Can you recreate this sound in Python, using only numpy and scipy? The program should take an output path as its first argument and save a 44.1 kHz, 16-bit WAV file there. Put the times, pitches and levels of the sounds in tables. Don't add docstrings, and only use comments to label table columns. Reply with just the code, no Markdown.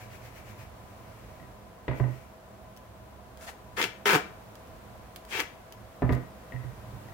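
import sys
import numpy as np
from scipy import signal
from scipy.fft import rfft, irfft, next_fast_len
from scipy.io import wavfile
from scipy.ndimage import uniform_filter1d

SR = 44100
rng = np.random.default_rng(int(sys.argv[2]) if len(sys.argv) > 2 else 0)


def pcm_store(signal):
    levels = np.round(np.clip(np.atleast_2d(signal), -1, 1) * 32767)
    wavfile.write(sys.argv[1], SR, levels.astype(np.int16).T)


N = 314433
TIME = np.arange(N) / SR

# start in seconds, length in seconds, level in dB, attack in seconds per 10 dB, swell in dB,
# slips per second, the slips' share of the power from 0 to 1, strip drumming in dB, rasp pitch in Hz.
TAPE_PULLS = [(3.424, .031, -50, .028, 0, 211, .35, -12, 1300),
              (3.473, .019, -41.5, .007, 0, 300, 0.16, -16, 900),
              (3.771, .031, -29, .003, 7, 450, .25, -7, 1750),
              (3.817, .028, -32, .002, -2, 238, .5, -5.5, 3000),
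              (4.057, .101, -22, .001, 0, 206, .9, -0.5, 1580),
              (5.326, .079, -32, .016, 2, 480, .35, -6, 2550)]
# time in seconds, relative level in dB.
GLUE_JERKS = [(3.815, -10.5), (3.827, -11), (3.84, -14.5), (4.056, -16.5), (4.074, -13.5), (4.145, -13.5),
              (4.157, -16), (5.397, -20), (5.402, -17.5)]
DRY_TICKS = [(2.765, -49), (2.7736, -45.5), (3.3732, -46.5), (3.4111, -48), (4.5547, -45), (4.673, -55),
             (5.1609, -35), (5.251, -46), (5.402, -25), (5.7239, -40), (6.1253, -40), (6.132, -41),
             (6.15, -45)]
# frequency in Hz, level in dB, time to fall 60 dB (t60) in seconds.
STRIP_MODES = [(340, -7.5, 0.017), (396, 0, 0.05), (457, -13, 0.014), (730, -7.5, 0.039), (887, -21, 0.082)]
# start in seconds, settling delay in seconds, rebound spacing
# in seconds, weight in dB, clack in dB, hardness as a cutoff in Hz, roll's ring in dB, saw's clink in dB.
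BENCH_KNOCKS = [(1.399, .004, .03, -46.5, -47.5, 900, -55, -51),
                (1.881, .002, .031, -23.5, -22.5, 2700, -31, -37),
                (1.999, 0.0019, .041, -17, -24, 1600, -28, -38),
                (6.021, 0.00696, .024, -20.5, -20.5, 1700, -16, -53),
                (6.093, .011, .036, -17, -22, 2200, -16, -36.5),
                (6.522, .016, .04, -29.5, -38.5, 2300, -38, -39.5),
                (6.641, 0.00193, .035, -30.5, -43, 600, -43, -52),
                (6.927, .002, .035, -41, -45, 930, -50, -60),
                (7.086, 0.0039, 0.036, -48, -49, 1500, -52, -50)]
# frequency in Hz, level in dB, t60 in seconds, left over right in dB.
BENCH_MODES = [(168, -26, .12, -19), (215, -12.5, 0.08, 0), (261, -12, 0.1, -8), (304, -13, 0.09, 15.5),
               (409, -13, 0.087, 12), (503, -14, 0.075, 5), (614.3, -15, 0.085, -2), (680, -14, 0.067, 10),
               (970, -18.5, 0.11, -2)]
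RESTING_ROLL_MODES = [(72, -4, .17, 4), (172, -12, .12, -3), (254, -10, .12, -6), (398, -10, .08, -2),
                      (570, -17, .07, 1), (945, -20, .08, 2), (1200, -19, .08, 2), (1750, -21, .06, 4)]
HELD_ROLL_MODES = [(148, -8, 0.054, 3), (181, -3.5, 0.11, -3.5), (285, 0.5, 0.047, 5)]
SAW_MODES = [(1898, -2, 0.095, 9), (1950, -11, 0.11, 12), (1990, -17, 0.14, 5), (2084, -21, 0.22, 5),
             (2630, -16, 0.047, 12)]
# middle in seconds, length in seconds, level in dB.
SLIDES_AND_SCUFFS = [(1.164, 0.72, -62), (1.98, .07, -53), (2.15, 0.25, -57), (6.135, .04, -50)]
# start in seconds, end in seconds, rumble in dB.
LEANING_ARMS = [(0, 1.38, -54.5), (6.66, 7.13, -48.5)]
# frequency in Hz, relative spectral density in dB.
TAPE_SPECTRUM = [(100, -23), (260, -6), (560, -3), (750, -1), (1000, -7), (1380, 3), (1750, -2),
                 (2300, -1.5), (3150, -2), (3900, -5), (6000, -7.3), (10000, -16), (15000, -14.5)]
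TICK_SPECTRUM = [(400, -25), (1200, 2), (2500, 6), (5000, 5), (9000, -2), (15000, 0.5)]
CLACK_SPECTRUM = [(50, -30), (130, -24), (230, 3), (320, 0), (600, -1), (900, -8.5), (1400, -10.5),
                  (2000, -9.5), (3200, -15.5), (8000, -22), (15000, -8)]
PALM_SPECTRUM = [(40, -18), (110, 0), (190, -5), (400, -1), (900, -9), (1500, -3.5), (2300, 2), (3500, -11),
                 (6000, -10.5), (10000, -16), (15000, -12)]
AIR_SPECTRUM = [(25, -24), (45, 0), (110, -8), (150, -7), (320, -11), (600, -11), (1000, -13),
                (1500, -17.5), (2200, -22.5), (3000, -26), (5000, -31), (10000, -33.5), (15500, -32)]
# frequency in Hz, left over right in dB.
TAPE_BALANCE = [(150, 0), (450, 0), (850, 0), (1400, 7), (2300, 9.5), (3100, 8), (4000, 1), (6000, 1.5),
                (14000, -1.5)]
HAND_BALANCE = [(130, -7), (500, -3.5), (2200, 8), (8000, -3.5)]
# frequency in Hz, width in Hz, rms level in dB, left over right in dB.
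FAN_RESONANCES = [(49.3, 6, -75, -6), (71.7, 2.1, -62.5, -12), (111.6, 13, -58, -4),
                  (201.3, 6.8, -61.5, -8), (520.6, 16, -65.5, -2), (646.7, 25, -57.5, 0),
                  (718.4, 13, -65.5, -7), (1000.7, 23, -66, 15.5)]
# time in seconds, relative level in dB.
AIR_LEVELS = [(0, -55), (1.3, -55), (1.7, -57), (3.2, -57), (4.5, -54.5), (5.8, -55.5), (7.1, -52.5)]
# frequency in Hz, correlation from -1 to 1.
STEREO_LIKENESS = [(40, 0.99), (130, 0.98), (350, 0.76), (900, 0.38), (2000, 0.056), (6000, -0.13),
                   (15000, -0.15)]
# frequency in Hz, t60 in seconds.
ROOM_DECAY = [(100, 0.47), (400, 0.32), (1200, 0.36), (2600, 0.37), (7000, 0.3), (15000, 0.15)]


def tape(tug_db=-25, sizzle_db=1.5, sizzle_limit_db=-46):
    level, per_s, share, drum_db, rasp_hz, brake = pulling()
    jerk_s, jerk_db = np.transpose(GLUE_JERKS)
    jitter = .03 * share + .35 * (1 - share)
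    slips = level * np.sqrt(share) * stick_slip(per_s, jitter, spread_db=1.7)
    snaps = np.array([crackle(per_s=9000, spread_db=4) for side in range(2)])
    threads = level * np.sqrt(1 - share) * snaps
    force = splinter(slips + clicks(jerk_s, jerk_db + 14), t60=.017, share=.8) + threads
    backing = convolve(force, colour(TAPE_SPECTRUM, TAPE_BALANCE))
    rasp = from_db(-5) * backing + from_db(.5) * gliding_resonance(backing, rasp_hz, width_hz=1100)
    sizzle_level = np.minimum(from_db(sizzle_db) * level, from_db(sizzle_limit_db))
    sizzle = sizzle_level * filtered(snaps[::-1], 1, [3500, 12000], "band")
    drive = np.diff((slips + threads[0]) * from_db(drum_db), prepend=0)
    strip = sum(from_db(db) * ring(drive, hz, t60) for hz, db, t60 in STRIP_MODES)
    held_roll = struck(from_db(tug_db) * slips * share * brake, HELD_ROLL_MODES)
    return convolve(strip - rasp + sizzle, scatter(t60=.12, echo_db=-2)) + held_roll


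def pulling(release_db_per_s=1000, brake_s=.045):
    levels_db = []
    for start, length, db, attack, swell_db, *_ in TAPE_PULLS:
        swell = swell_db * (np.clip((TIME - start) / length, 0, 1) - .5)
        take_up = 10 * np.maximum(start - TIME, 0) / attack
        release = release_db_per_s * np.maximum(TIME - start - length, 0)
        levels_db.append(db + swell - take_up - release)
    strongest = np.argmax(levels_db, axis=0)
    start, length, *_, per_s, share, drum_db, rasp_hz = np.transpose(TAPE_PULLS)[:, strongest]
    level = from_db(np.maximum(np.max(levels_db, axis=0), -140))
    brake = np.clip(1 + (TIME - start - length) / brake_s, 0, 1)
    return level, per_s * (1 - .3 * brake), share, drum_db + 7 * brake, rasp_hz * 2 ** (-.2 * brake), brake


def stick_slip(per_s, jitter, spread_db):
    rate = per_s * np.exp(jitter * waver(130))
    jumps = np.diff(np.floor(np.cumsum(rate) / SR), prepend=0)
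    sizes = from_db(spread_db * np.clip(rng.standard_normal(N), -1.5, 1.5))
    return unit_power(jumps * sizes / np.sqrt(per_s))


def crackle(per_s, spread_db):
    snaps = (rng.random(N) < per_s / SR) * rng.choice([-1, 1], N)
    return unit_power(snaps * from_db(spread_db * rng.standard_normal(N)))


def splinter(pulses, t60, share):
    decay = from_db(-120 / (t60 * SR))
    burst = np.sqrt(signal.lfilter([1 - decay], [1, -decay], pulses ** 2 + 1e-18))
    return np.sqrt(1 - share) * pulses + np.sqrt(share) * burst * stereo_noise(N)


def squeak(start_s=3.47, length_s=.025, level_db=-47.5, rise_hz_per_s=7000, fade_db_per_s=2600):
    hz = 670 + rise_hz_per_s * np.clip(TIME - start_s, 0, length_s)
    rough_hz = hz * (1 + .053 * waver(150))
    note = np.sqrt(2) * np.sin(2 * np.pi * np.cumsum(rough_hz) / SR)
    fade_db = np.minimum(fade_db_per_s * outside(start_s, start_s + length_s), 120)
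    return from_db(level_db - fade_db) * note * pan(2)


def ticks():
    times, db = np.transpose(DRY_TICKS)
    snaps = splinter(clicks(times, db + 18.5), t60=.008, share=.8)
    scattered = convolve(snaps, scatter(t60=.08, echo_db=-3))
    return convolve(scattered, colour(TICK_SPECTRUM))


def contacts():
    rows = []
    for start, settle, rebound, weight_db, clack_db, hard_hz, roll_db, _ in BENCH_KNOCKS:
        rows += [(start, weight_db - 20, clack_db, hard_hz, roll_db - 6),
                 (start + settle, weight_db, clack_db - 6, hard_hz * .45, roll_db),
                 (start + rebound, weight_db - 16, clack_db - 4, hard_hz * .68, roll_db - 11),
                 (start + 2 * rebound, weight_db - 16, clack_db - 12.5, hard_hz * .3, roll_db - 15)]
    return np.transpose([row for row in rows if row[0] < TIME[-1]])


def bench(times, clacks_db, hardness_hz, size=4096):
    blows = np.zeros((2, N + size))
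    for start, db, cutoff_hz in zip(times, clacks_db, hardness_hz):
        at = int(start * SR)
        blow = scatter(t60=.09, echo_db=8, size=size)
        blows[:, at:at + size] += from_db(db) * filtered(blow, 3, cutoff_hz, "low")
    clack = from_db(24) * convolve(blows, colour(CLACK_SPECTRUM, HAND_BALANCE))
    return struck(clicks(times, clacks_db), BENCH_MODES) + clack


def resting_roll(times, roll_db):
    return struck(clicks(times, roll_db), RESTING_ROLL_MODES)


def boom(times, weight_db, hz=126.4, swell_t60=.08, fade_t60=.245):
    push = clicks(times, weight_db)
    thud = from_db(-27) * ring(push, hz=53.4, t60=.28)
    board = ring(push, hz, swell_t60) * 2 * np.log(1000) / (swell_t60 * SR)
    standing_wave = from_db(-2) * pan(-17) * ring(board, hz, fade_t60)
    return thud + standing_wave


def saw(rebound_db=-4):
    start, _, rebound, *_, clink_db = np.transpose(BENCH_KNOCKS)
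    rebounds = clicks(np.minimum(start + rebound, TIME[-1]), clink_db + rebound_db)
    return struck(clicks(start, clink_db) + rebounds, SAW_MODES)


def palm(count=6, every_s=.118, length_s=.084, arm_fade_db_per_s=85):
    wipes = [(.023 + k * every_s, length_s, -50 - .4 * k) for k in range(count)]
    speed = sum(from_db(db) * np.exp(-(2 * (TIME - middle) / length) ** 2)
                for middle, length, db in wipes + SLIDES_AND_SCUFFS)
    noise = stereo_noise(N)
    leaning = sum(from_db(db - arm_fade_db_per_s * outside(start, end)) for start, end, db in LEANING_ARMS)
    rumble = leaning * pan(-5.5) * unit_power(ring(noise, hz=113, t60=.099))
    return convolve(speed * noise, colour(PALM_SPECTRUM, HAND_BALANCE)) + rumble


def scatter(t60, echo_db, size=8192):
    spray = stereo_noise(size) * 1000 ** (-TIME[:size] / t60)
    response = from_db(echo_db) * unit_power(spray) / np.sqrt(size)
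    response[:, 0] += 1
    return unit_power(response) / np.sqrt(size)


def workshop(x, build_s=.02, size=26000):
    edges_hz = np.geomspace(60, 17000, 9)
    t, tail = TIME[:size], 0
    for low, high in zip(edges_hz, edges_hz[1:]):
        band = filtered(stereo_noise(size), 2, [low, high], "band")
        tail = tail + band * 1000 ** (-t / at_hz(ROOM_DECAY, np.sqrt(low * high)))
    response = unit_power(tail * (1 - np.exp(-t / build_s))) / np.sqrt(size)
    return convolve(filtered(x, 2, 170, "high"), response)


def fan():
    noise = stereo_noise(N)
    hum = sum(from_db(db) * pan(side_db) * unit_power(ring(noise, hz, np.log(1000) / (np.pi * width)))
              for hz, width, db, side_db in FAN_RESONANCES)
    air_db = np.interp(TIME, *np.transpose(AIR_LEVELS))
    return hum + from_db(air_db + 4.5) * convolve(stereo_noise(N), colour(AIR_SPECTRUM))


def struck(x, modes, attack_s=.00036, size=16384):
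    t = TIME[:size]
    rings = sum(from_db(db - 60 * t / t60) * pan(side_db) * np.sin(2 * np.pi * hz * t)
                for hz, db, t60, side_db in modes)
    return convolve(x, rings * (1 - np.exp(-t / attack_s)))


def ring(x, hz, t60):
    radius, angle = from_db(-60 / (t60 * SR)), 2 * np.pi * hz / SR
    return signal.lfilter([0, np.sin(angle)], [1, -2 * radius * np.cos(angle), radius ** 2], x + 1e-18)


def gliding_resonance(x, centre_hz, width_hz, count=12):
    centres, out = np.geomspace(700, 3400, count), 0
    place = np.interp(centre_hz, centres, np.arange(count))
    radius = np.exp(-np.pi * width_hz / SR)
    feedforward = (1 - radius ** 2) / 2 * np.array([1, 0, -1])
    for k, hz in enumerate(centres):
        share = np.maximum(1 - np.abs(place - k), 0)
        feedback = [1, -2 * radius * np.cos(2 * np.pi * hz / SR), radius ** 2]
        out = out + signal.lfilter(feedforward, feedback, x * share + 1e-18)
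    return out


def colour(spectrum, balance=None, size=4096):
    hz = np.arange(size // 2 + 1) * SR / size
    gain = from_db(at_hz(spectrum, hz)) * pan(at_hz(balance, hz) if balance else 0)
    cepstrum = irfft(np.log(gain))
    cepstrum[:, 1:size // 2] *= 2
    cepstrum[:, size // 2 + 1:] = 0
    return unit_power(irfft(np.exp(rfft(cepstrum)))) / np.sqrt(size)


def stereo_noise(size):
    padded = next_fast_len(size, True)
    mid, side = rfft(rng.standard_normal((2, padded)).astype("float32"))
    alike = at_hz(STEREO_LIKENESS, np.arange(len(mid)) * SR / padded)
    mid, side = np.sqrt((1 + alike) / 2) * mid, np.sqrt((1 - alike) / 2) * side
    return irfft(np.array([mid + side, mid - side], "complex64"), padded)[:, :size]


def waver(size):
    return unit_power(uniform_filter1d(rng.standard_normal(N), size))


def clicks(times, levels_db):
    out = np.zeros(N)
    out[(times * SR).astype(int)] = from_db(levels_db)
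    return out


def convolve(x, response):
    x, response = np.atleast_2d(x, response)
    return signal.oaconvolve(x.astype("float32"), response.astype("float32"), axes=1)[:, :N]


def filtered(x, order, hz, kind):
    return signal.sosfilt(signal.butter(order, hz, kind, fs=SR, output="sos"), x)


def outside(start, end):
    return np.maximum(np.maximum(start - TIME, TIME - end), 0)


def at_hz(points, hz):
    table_hz, values = np.transpose(points)
    return np.interp(np.log(np.maximum(hz, 1)), np.log(table_hz), values)


def pan(db):
    return from_db(np.array([[.5], [-.5]]) * db)


def from_db(db):
    return 10 ** (np.asarray(db) / 20)


def unit_power(x):
    return x / np.sqrt(np.mean(x ** 2) + 1e-20)


def scene():
    near = tape() + squeak() + ticks() + palm()
    times, weight_db, clack_db, hardness_hz, roll_db = contacts()
    knocks = bench(times, clack_db, hardness_hz) + saw()
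    roll = resting_roll(times, roll_db)
    into_room = from_db(-16) * near + from_db(-6) * knocks + from_db(-13.5) * roll
    return near + knocks + roll + boom(times, weight_db) + workshop(into_room) + fan()


def record(dry):
    thin = filtered(dry, 4, 41, "high")
    return signal.sosfilt(signal.ellip(10, .2, 80, 15800, fs=SR, output="sos"), thin)


dry = scene()
out = record(dry)
pcm_store(out)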